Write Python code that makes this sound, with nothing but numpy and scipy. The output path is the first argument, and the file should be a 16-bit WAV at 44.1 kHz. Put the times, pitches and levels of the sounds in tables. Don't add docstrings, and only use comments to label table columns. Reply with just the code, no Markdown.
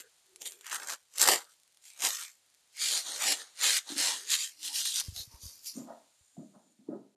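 import sys
import numpy as np
from scipy import signal
from scipy.fft import rfft, irfft
from scipy.io import wavfile
from scipy.ndimage import uniform_filter1d

SR = 44100
rng = np.random.default_rng(int(sys.argv[2]) if len(sys.argv) > 2 else 0)


def file_out(sig):
    cols = np.atleast_2d(sig).T
    lim = np.clip(cols, -1, 1)
    pcm = np.round(lim * 32767).astype(np.int16)
    wavfile.write(sys.argv[1], SR, pcm)


N = 315746
TIME = np.arange(N) / SR

# freq_hz, gain_db
AIR_EQ = [(30, -11.5), (100, -7), (300, -10.5), (600, -4.5), (1200, -5.5), (2500, -3.5), (4200, -0.5),
          (5500, -4.5), (7100, -1), (8800, -5.5), (11000, -5.5), (13000, -10)]
# time_s, level_db
AIR_FADER = [(0, -67), (1.05, -71), (2.5, -69.5), (5.8, -67), (6.5, -73.5), (7.15, -78)]
# peak_s, hold_s, release_s, crackle_db, crunch_offset_db, flap_offset_db
FILM_STROKES = [ (0.0, 0.006, 0.028, -43.5, -9, -20), (0.416, 0.013, 0.045, -45.5, -20, -13),
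                (0.458, 0.011, 0.052, -35.5, -21.5, -23), (0.51, 0.016, 0.11, -52, -13.5, -20),
                (0.665, 0.068, .06, -48.5, 2, -22), (0.729, 0.032, 0.026, -36.5, -0.5, -14.5),
                (0.786, 0.056, 0.11, -48, 1, -6.5), (0.893, 0.041, 0.03, -38.5, -3, -12.5),
                (1.21, 0.013, 0.055, -27, -24, -60), (1.224, 0.0072, 0.052, -21.5, -7.5, -17.5),
                (1.277, 0.052, 0.064, -22.5, -5, -8), (1.496, 0.038, .07, -63.5, -17, -20),
                (1.85, 0.053, 0.11, -53, -19.5, -27.5), (2.039, 0.036, 0.051, -26.5, -9.5, -15.5),
                (2.098, 0.054, 0.11, -36, -11, -31.5), (2.194, 0.037, 0.084, -40.5, -9.5, -31),
                (2.817, .07, 0.14, -31, -11, -29), (2.922, 0.059, 0.068, -31, -13.5, -19.5),
                (3.068, 0.097, 0.091, -39.5, -11.5, -13), (3.216, 0.044, 0.16, -32.5, -4.5, -10.5),
                (3.276, 0.051, 0.035, -28.5, -7.5, -15), (3.397, 0.024, 0.03, -47, -2.5, -13.5),
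                (3.635, 0.045, 0.098, -26.5, -4.5, -20), (3.696, 0.085, 0.023, -29.5, -6, -27),
                (3.894, 0.038, 0.039, -42, -8.5, -13.5), (3.993, 0.09, 0.15, -29.5, -7.5, -18),
                (4.32, 0.027, .05, -26.5, -8, -33.5), (4.395, 0.044, 0.074, -34.5, -12, -35),
                (4.649, .035, 0.056, -36.5, -9.5, -30), (4.756, 0.056, 0.047, -32, -12, -28.5),
                (4.856, 0.017, 0.18, -32, -12.5, -33.5), (4.96, 0.046, 0.02, -31.5, -11, -33),
                (5.04, 0.033, 0.067, -54.5, -7, -12.5), (5.167, 0.048, 0.064, -41.5, -19.5, -23.5),
                (5.317, 0.046, 0.096, -57, -12, -11.5), (5.43, 0.026, 0.24, -44.5, -22.5, -24),
                (5.669, 0.012, 0.077, -36.5, -25.5, -39), (5.75, 0.036, 0.13, -58, -8, -30), ]
# freq_hz, gain_db
STUCK_EQ = [(100, -14), (450, 7), (1000, 2), (2000, 8), (3500, 2), (5200, -8), (7200, 6), (10000, -3.5),
            (13000, 2.5)]
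TAUT_EQ = [(50, -35.5), (120, -26), (220, -21), (320, -12.5), (600, -4.5), (1800, 6.5), (2800, -1),
           (5000, -2), (7500, 2.5), (9600, -7), (13000, -2)]
LOOSE_EQ = [(50, -47), (130, -39.5), (280, -21.5), (1100, -9), (1800, 3.5), (2800, -2.5), (4200, 2.5),
            (5400, -3), (7000, 1), (9500, -6.5), (13000, -9)]
BALLED_EQ = [(100, -36), (280, -27.5), (550, -29), (900, -16), (1100, -19.5), (1800, -5), (2250, -9.5),
             (2900, 0.5), (4200, 7), (7500, 1.5), (13000, -3)]
TUCKED_EQ = [(100, -15), (450, -17), (1500, -21.5), (2500, -19.5), (3300, -20), (4700, -7), (6300, -7.5),
             (8000, -18), (10700, -12), (13000, -10)]
# start_s, length_s, level_db, pitch_hz
HOLLOW_SQUEEZES = [(0.0, 0.1, -65.5, 1600), (0.0, 0.1, -66, 447), (0.234, 0.24, -69.5, 377),
                   (0.45, 0.042, -42.5, 3440), (0.381, 0.35, -69.5, 408), (1.42, .13, -67, 1370),
                   (1.823, 0.21, -65, 2420), (2.16, 0.094, -54.5, 1410), (2.171, 0.16, -56, 2220),
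                   (2.727, 0.21, -47, 2260), (3.854, 0.062, -59, 870), (4.003, 0.2, -46, 970),
                   (4.142, 0.2, -65, 410), (4.525, 0.29, -70, 297), (4.674, 0.082, -57.5, 880),
                   (5.136, 0.12, -41.5, 4030), (5.134, 0.089, -64.5, 693), (5.283, 0.13, -64.5, 960)]
# start_s, level_db, body_offset_db
CREASE_SNAPS = [(0.36, -33.5, -19), (0.4172, -32, -27), (0.4196, -29.5, -28), (0.4627, -26, -28),
                (0.4768, -32, -37), (0.521, -30.5, -30), (0.6105, -32.5, -12.5), (0.667, -29.5, -21),
                (0.7027, -39, -12), (0.728, -20.5, -7), (0.759, -21.5, -32), (0.833, -25, -13),
                (0.873, -26, -24), (0.897, -21.5, -18), (0.909, -25, -3), (0.9362, -24, -6),
                (1.183, -16, -32.5), (1.2155, -3.5, -22), (1.2385, -10, -7), (1.276, -12, -14),
                (1.2868, -5.5, -4), (1.772, -43.5, -20.5), (2.005, -26.5, -34), (2.0508, -16, -24),
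                (2.769, -32, -20), (2.911, -20, -28), (3.2995, -20.5, -16.5), (3.3215, -11, -28),
                (3.606, -27.5, -14.5), (3.7697, -11.5, -35.5), (3.981, -16.5, -17), (4.304, -12, -27.5),
                (4.8572, -20, -45), (4.9995, -17.5, -34), (5.013, -30, -4.5), (5.163, -26.5, -36),
                (5.66, -33.5, -30)]
# start_s, level_db, pitch_hz
DOUGH_PLOPS = [(3.901, -41, 304), (3.919, -36, 302), (3.962, -37.5, 293), (5.754, -44, 231),
               (5.772, -34.5, 261), (5.803, -43.5, 310), (5.903, -38.5, 672), (5.907, -48, 958),
               (6.367, -51.5, 697), (6.377, -36, 195), (6.39, -37.5, 237.5), (6.427, -52.5, 623),
               (6.56, -48.5, 204), (6.789, -53, 215), (6.886, -29.5, 312.6), (6.887, -37, 440),
               (6.925, -42, 342), (6.926, -40, 568), (6.954, -37, 396)]
# start_s, level_db, pitch_hz
MIC_BUMPS = [(5.083, -33, 87.5), (5.123, -45.5, 85.6), (5.169, -51, 79.3), (5.199, -46.5, 86.5),
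             (5.274, -52.5, 113), (5.34, -45.5, 60), (5.434, -46.5, 80), (5.456, -41, 71.4),
             (6.209, -65, 79.8)]
# time_s, level_db
GLOVE_FADER = [(5.74, -58), (5.78, -52.5), (5.9, -78), (6.05, -82), (6.25, -70.5), (6.45, -72.5),
               (6.6, -79), (6.72, -73.5), (6.8, -90)]
# freq_hz, gain_db
GLOVE_EQ = [(1800, -46.5), (3200, -27), (5600, -23.5), (7100, -2), (8300, -16.5), (9200, -7.5),
            (10000, -38), (13000, -18)]
# peak_s, hold_s, gurgle_db, tear_db
DOUGH_PULLS = [(5.778, 0.022, -45.5, -57.5), (5.885, 0.024, -70, -50), (6.393, 0.013, -49, -70),
               (6.551, 0.0065, -69, -61.5), (6.667, 0.042, -72.5, -87), (6.807, 0.013, -64, -87),
               (6.903, 0.034, -43.5, -55)]
# freq_hz, gain_db
DOUGH_EQ = [(100, -15.5), (175, -5), (270, 3.5), (380, -9.5), (480, -10.5), (650, -4.5), (830, -12),
            (970, -9.5), (1130, -22.5), (1300, -14.5), (1450, -23.5), (2400, -28.5)]
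# centre_hz, width_hz, gain_db
MIC_PORT_EQ = [(2650, 1100, -1), (7100, 1200, 1.5), (7980, 170, -7), (8710, 370, 4.5), (11350, 210, 5),
               (11400, 710, -13), (12650, 480, -3.5)]

PEEL_S, GATHER_S, BALL_S, TUCK_S, STILL_S = .6, 2.6, 4.6, 5.03, 5.85


def from_db(db):
    return 10 ** (np.asarray(db) / 20)


def fader(points):
    times_s, levels_db = np.transpose(points)
    return from_db(np.interp(TIME, times_s, levels_db, left=-150, right=-150))


def butter(x, hz, kind, order=2):
    return signal.sosfilt(signal.butter(order, hz, kind, fs=SR, output="sos"), x + 1e-18)


def equalise(x, curve, size=2048):
    hz, db = np.transpose(curve)
    bins_hz = np.arange(size // 2 + 1) * SR / size
    shape_db = np.interp(np.log(bins_hz + 1), np.log(hz), db)
    cepstrum = irfft(np.log(from_db(shape_db)))
    cepstrum[1:size // 2] *= 2
    cepstrum[size // 2 + 1:] = 0
    return signal.oaconvolve(x, irfft(np.exp(rfft(cepstrum))))[:N]


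def leveller(x, window_s):
    size = int(window_s * SR)
    power = uniform_filter1d(uniform_filter1d(x * x, size), size)
    return x / np.sqrt(np.abs(power) + 1e-4 * np.mean(x * x) + 1e-20)


def grains(per_s, spread_db):
    sizes = from_db(spread_db * np.minimum(rng.exponential(1, N), 3.5))
    signs = rng.choice([-1, 1], N)
    return sizes * signs * (rng.random(N) < per_s / SR)


def ring(clicks, hz, t60_s):
    decay, step = from_db(-60 / (t60_s * SR)), 2 * np.pi * hz / SR
    return signal.lfilter([0, np.sin(step)], [1, -2 * decay * np.cos(step), decay ** 2], clicks + 1e-18)


def pings(clicks, low_hz, high_hz, cycles, count=20):
    voice = rng.integers(0, count, N)
    pitches = np.geomspace(low_hz, min(high_hz, .45 * SR), count)
    return sum(ring(clicks * (voice == k), hz, cycles / hz) * hz / high_hz
               for k, hz in enumerate(pitches))


def swell(peak_s, attack_s, hold_s, release_s):
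    early, late = np.maximum(peak_s - TIME, 0), np.maximum(TIME - peak_s - hold_s, 0)
    return from_db(-20 * np.minimum(early / attack_s + late / release_s, 10))


def pulse(hz, t60_s, rise_s):
    t = TIME[:SR // 4]
    return np.sin(2 * np.pi * hz * t) * from_db(-60 * t / t60_s) * (1 - np.exp(-t / rise_s))


def room_air():
    return fader(AIR_FADER) * leveller(equalise(rng.standard_normal(N), AIR_EQ), .3)


def fold_reflections(x, depth=.2, drift_per_s=17, count=10):
    delays_s = np.geomspace(.0002, .0022, count) * rng.uniform(.85, 1.15, count)
    echoes = np.zeros(N)
    for lag in (delays_s * SR).astype(int):
        drift = np.interp(TIME * drift_per_s, np.arange(1000), rng.standard_normal(1000))
        echoes += drift * np.pad(x, (lag, 0))[:N]
    return x + depth * echoes


def crinkle(per_s, spread_db, rub_db, avalanche_s=.0018):
    clicks = grains(per_s, spread_db)
    avalanche_power = signal.lfilter([1], [1, -np.exp(-1 / (avalanche_s * SR))], clicks ** 2 + 1e-18)
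    cracks = np.sqrt(avalanche_power) * rng.standard_normal(N)
    facets = pings(clicks, 400, 21000, cycles=5.6)
    rub = from_db(rub_db) * rng.standard_normal(N)
    return fold_reflections(cracks / cracks.std() + facets / facets.std() + rub)


def film(creases, eq, from_s, to_s, attack_s):
    power = np.zeros((3, N))
    for peak_s, hold_s, release_s, db, crunch_db, flap_db in FILM_STROKES:
        if from_s <= peak_s + attack_s < to_s:
            band_gains = from_db([db, db + crunch_db, db + flap_db])
            power += np.outer(band_gains, swell(peak_s, attack_s, hold_s, release_s)) ** 2
    crackle_gain, crunch_gain, flap_gain = np.sqrt(power)
    sheet = equalise(creases, eq)
    crackle = crackle_gain * leveller(butter(sheet, 3194, "high", order=4), .016)
    crunch = crunch_gain * leveller(butter(sheet, [1000, 3000], "band", order=4), .05)
    flap = flap_gain * leveller(butter(sheet, 790, "low", order=4), .0082)
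    return from_db(.75) * crackle + from_db(-3.5) * crunch + from_db(-1.43) * flap


def hollows(edge_ratio=1.075):
    out = np.zeros(N)
    for start_s, length_s, db, hz in HOLLOW_SQUEEZES:
        resonance = butter(rng.standard_normal(SR), [hz / edge_ratio, hz * edge_ratio], "band")
        squeeze = np.hanning(int(length_s * SR))
        add(out, start_s, from_db(db) * squeeze * leveller(resonance, .014)[-len(squeeze):])
    return out


def tacky_ticks():
    return from_db(-46) * butter(grains(per_s=22, spread_db=2.5), 2500, "high") * (TIME < STILL_S)


def snaps():
    out, t = np.zeros(N), TIME[:SR // 30]
    fade = np.exp(-t / .0005) + .16 * np.exp(-t / .005)
    for start_s, db, body_db in CREASE_SNAPS:
        burst = rng.standard_normal(len(t)) * fade
        crack, body = butter(burst, [2000, 12000], "band"), butter(burst, [850, 2200], "band")
        snap = crack / np.abs(crack).max() + from_db(body_db - .5) * body / np.abs(body).max()
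        add(out, start_s, from_db(db) * snap)
    return out


def plops():
    out = np.zeros(N)
    for start_s, db, hz in DOUGH_PLOPS:
        pocket = butter(pulse(hz, t60_s=.067, rise_s=.0012), .21 * hz, "high", order=3)
        add(out, start_s, from_db(db + 3) * pocket)
    return out


def mic_bumps():
    out = np.zeros(N)
    for start_s, db, hz in MIC_BUMPS:
        add(out, start_s, from_db(db + 5) * pulse(hz, t60_s=.069, rise_s=.0011))
    return out


def glove_rustle(creases):
    return fader(GLOVE_FADER) * leveller(equalise(creases, GLOVE_EQ), .042)


def squelches(attack_s=.027, release_s=.11):
    power = np.zeros((2, N))
    for peak_s, hold_s, gurgle_db, tear_db in DOUGH_PULLS:
        power += np.outer(from_db([gurgle_db, tear_db]), swell(peak_s, attack_s, hold_s, release_s)) ** 2
    gurgle_gain, tear_gain = np.sqrt(power)
    pockets = equalise(pings(grains(per_s=2500, spread_db=1.93), 135, 1874, cycles=38), DOUGH_EQ)
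    gurgle = gurgle_gain * leveller(butter(pockets, 354, "low", order=4), .0081)
    tear = tear_gain * leveller(butter(pockets, 447, "high", order=4), .008)
    return gurgle + tear


def add(out, start_s, sound):
    at = round(start_s * SR)
    out[at:at + len(sound)] += sound[:N - at]


def kitchen(x, t60_s, wet_db, predelay_s=.002):
    t = TIME[:SR // 2]
    tail = rng.standard_normal(len(t)) * from_db(-60 * t / t60_s) * (t > predelay_s)
    return x + from_db(wet_db) * signal.oaconvolve(x, tail / np.linalg.norm(tail))[:N]


def scene():
    taut = crinkle(per_s=800, spread_db=4.6, rub_db=-4)
    loose = crinkle(per_s=2300, spread_db=6.5, rub_db=3.5)
    peel = film(taut, STUCK_EQ, 0, PEEL_S, attack_s=.02)
    peel += film(taut, TAUT_EQ, PEEL_S, GATHER_S, attack_s=.044)
    crumple = film(loose, LOOSE_EQ, GATHER_S, BALL_S, attack_s=.047)
    crumple += film(loose, BALLED_EQ, BALL_S, TUCK_S, attack_s=.054)
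    crumple += film(loose, TUCKED_EQ, TUCK_S, STILL_S, attack_s=.04)
    air = room_air()
    near = kitchen(peel + crumple + snaps() + hollows() + tacky_ticks(), t60_s=.071, wet_db=-14.5)
    dough = butter(plops() + squelches(), [130, 1800], "band", order=3)
    far = kitchen(dough, t60_s=.36, wet_db=-7)
    return (near + far + glove_rustle(loose) + mic_bumps() + air)[None]


def record(dry):
    for hz, width_hz, db in MIC_PORT_EQ:
        band = signal.lfilter(*signal.iirpeak(hz, hz / width_hz, fs=SR), dry)
        dry = dry + (from_db(db) - 1) * band
    high_cut = signal.ellip(12, .1, 80, 13050, fs=SR, output="sos")
    return signal.sosfilt(high_cut, butter(dry, 35, "high"))


dry = scene()
out = record(dry)
file_out(out)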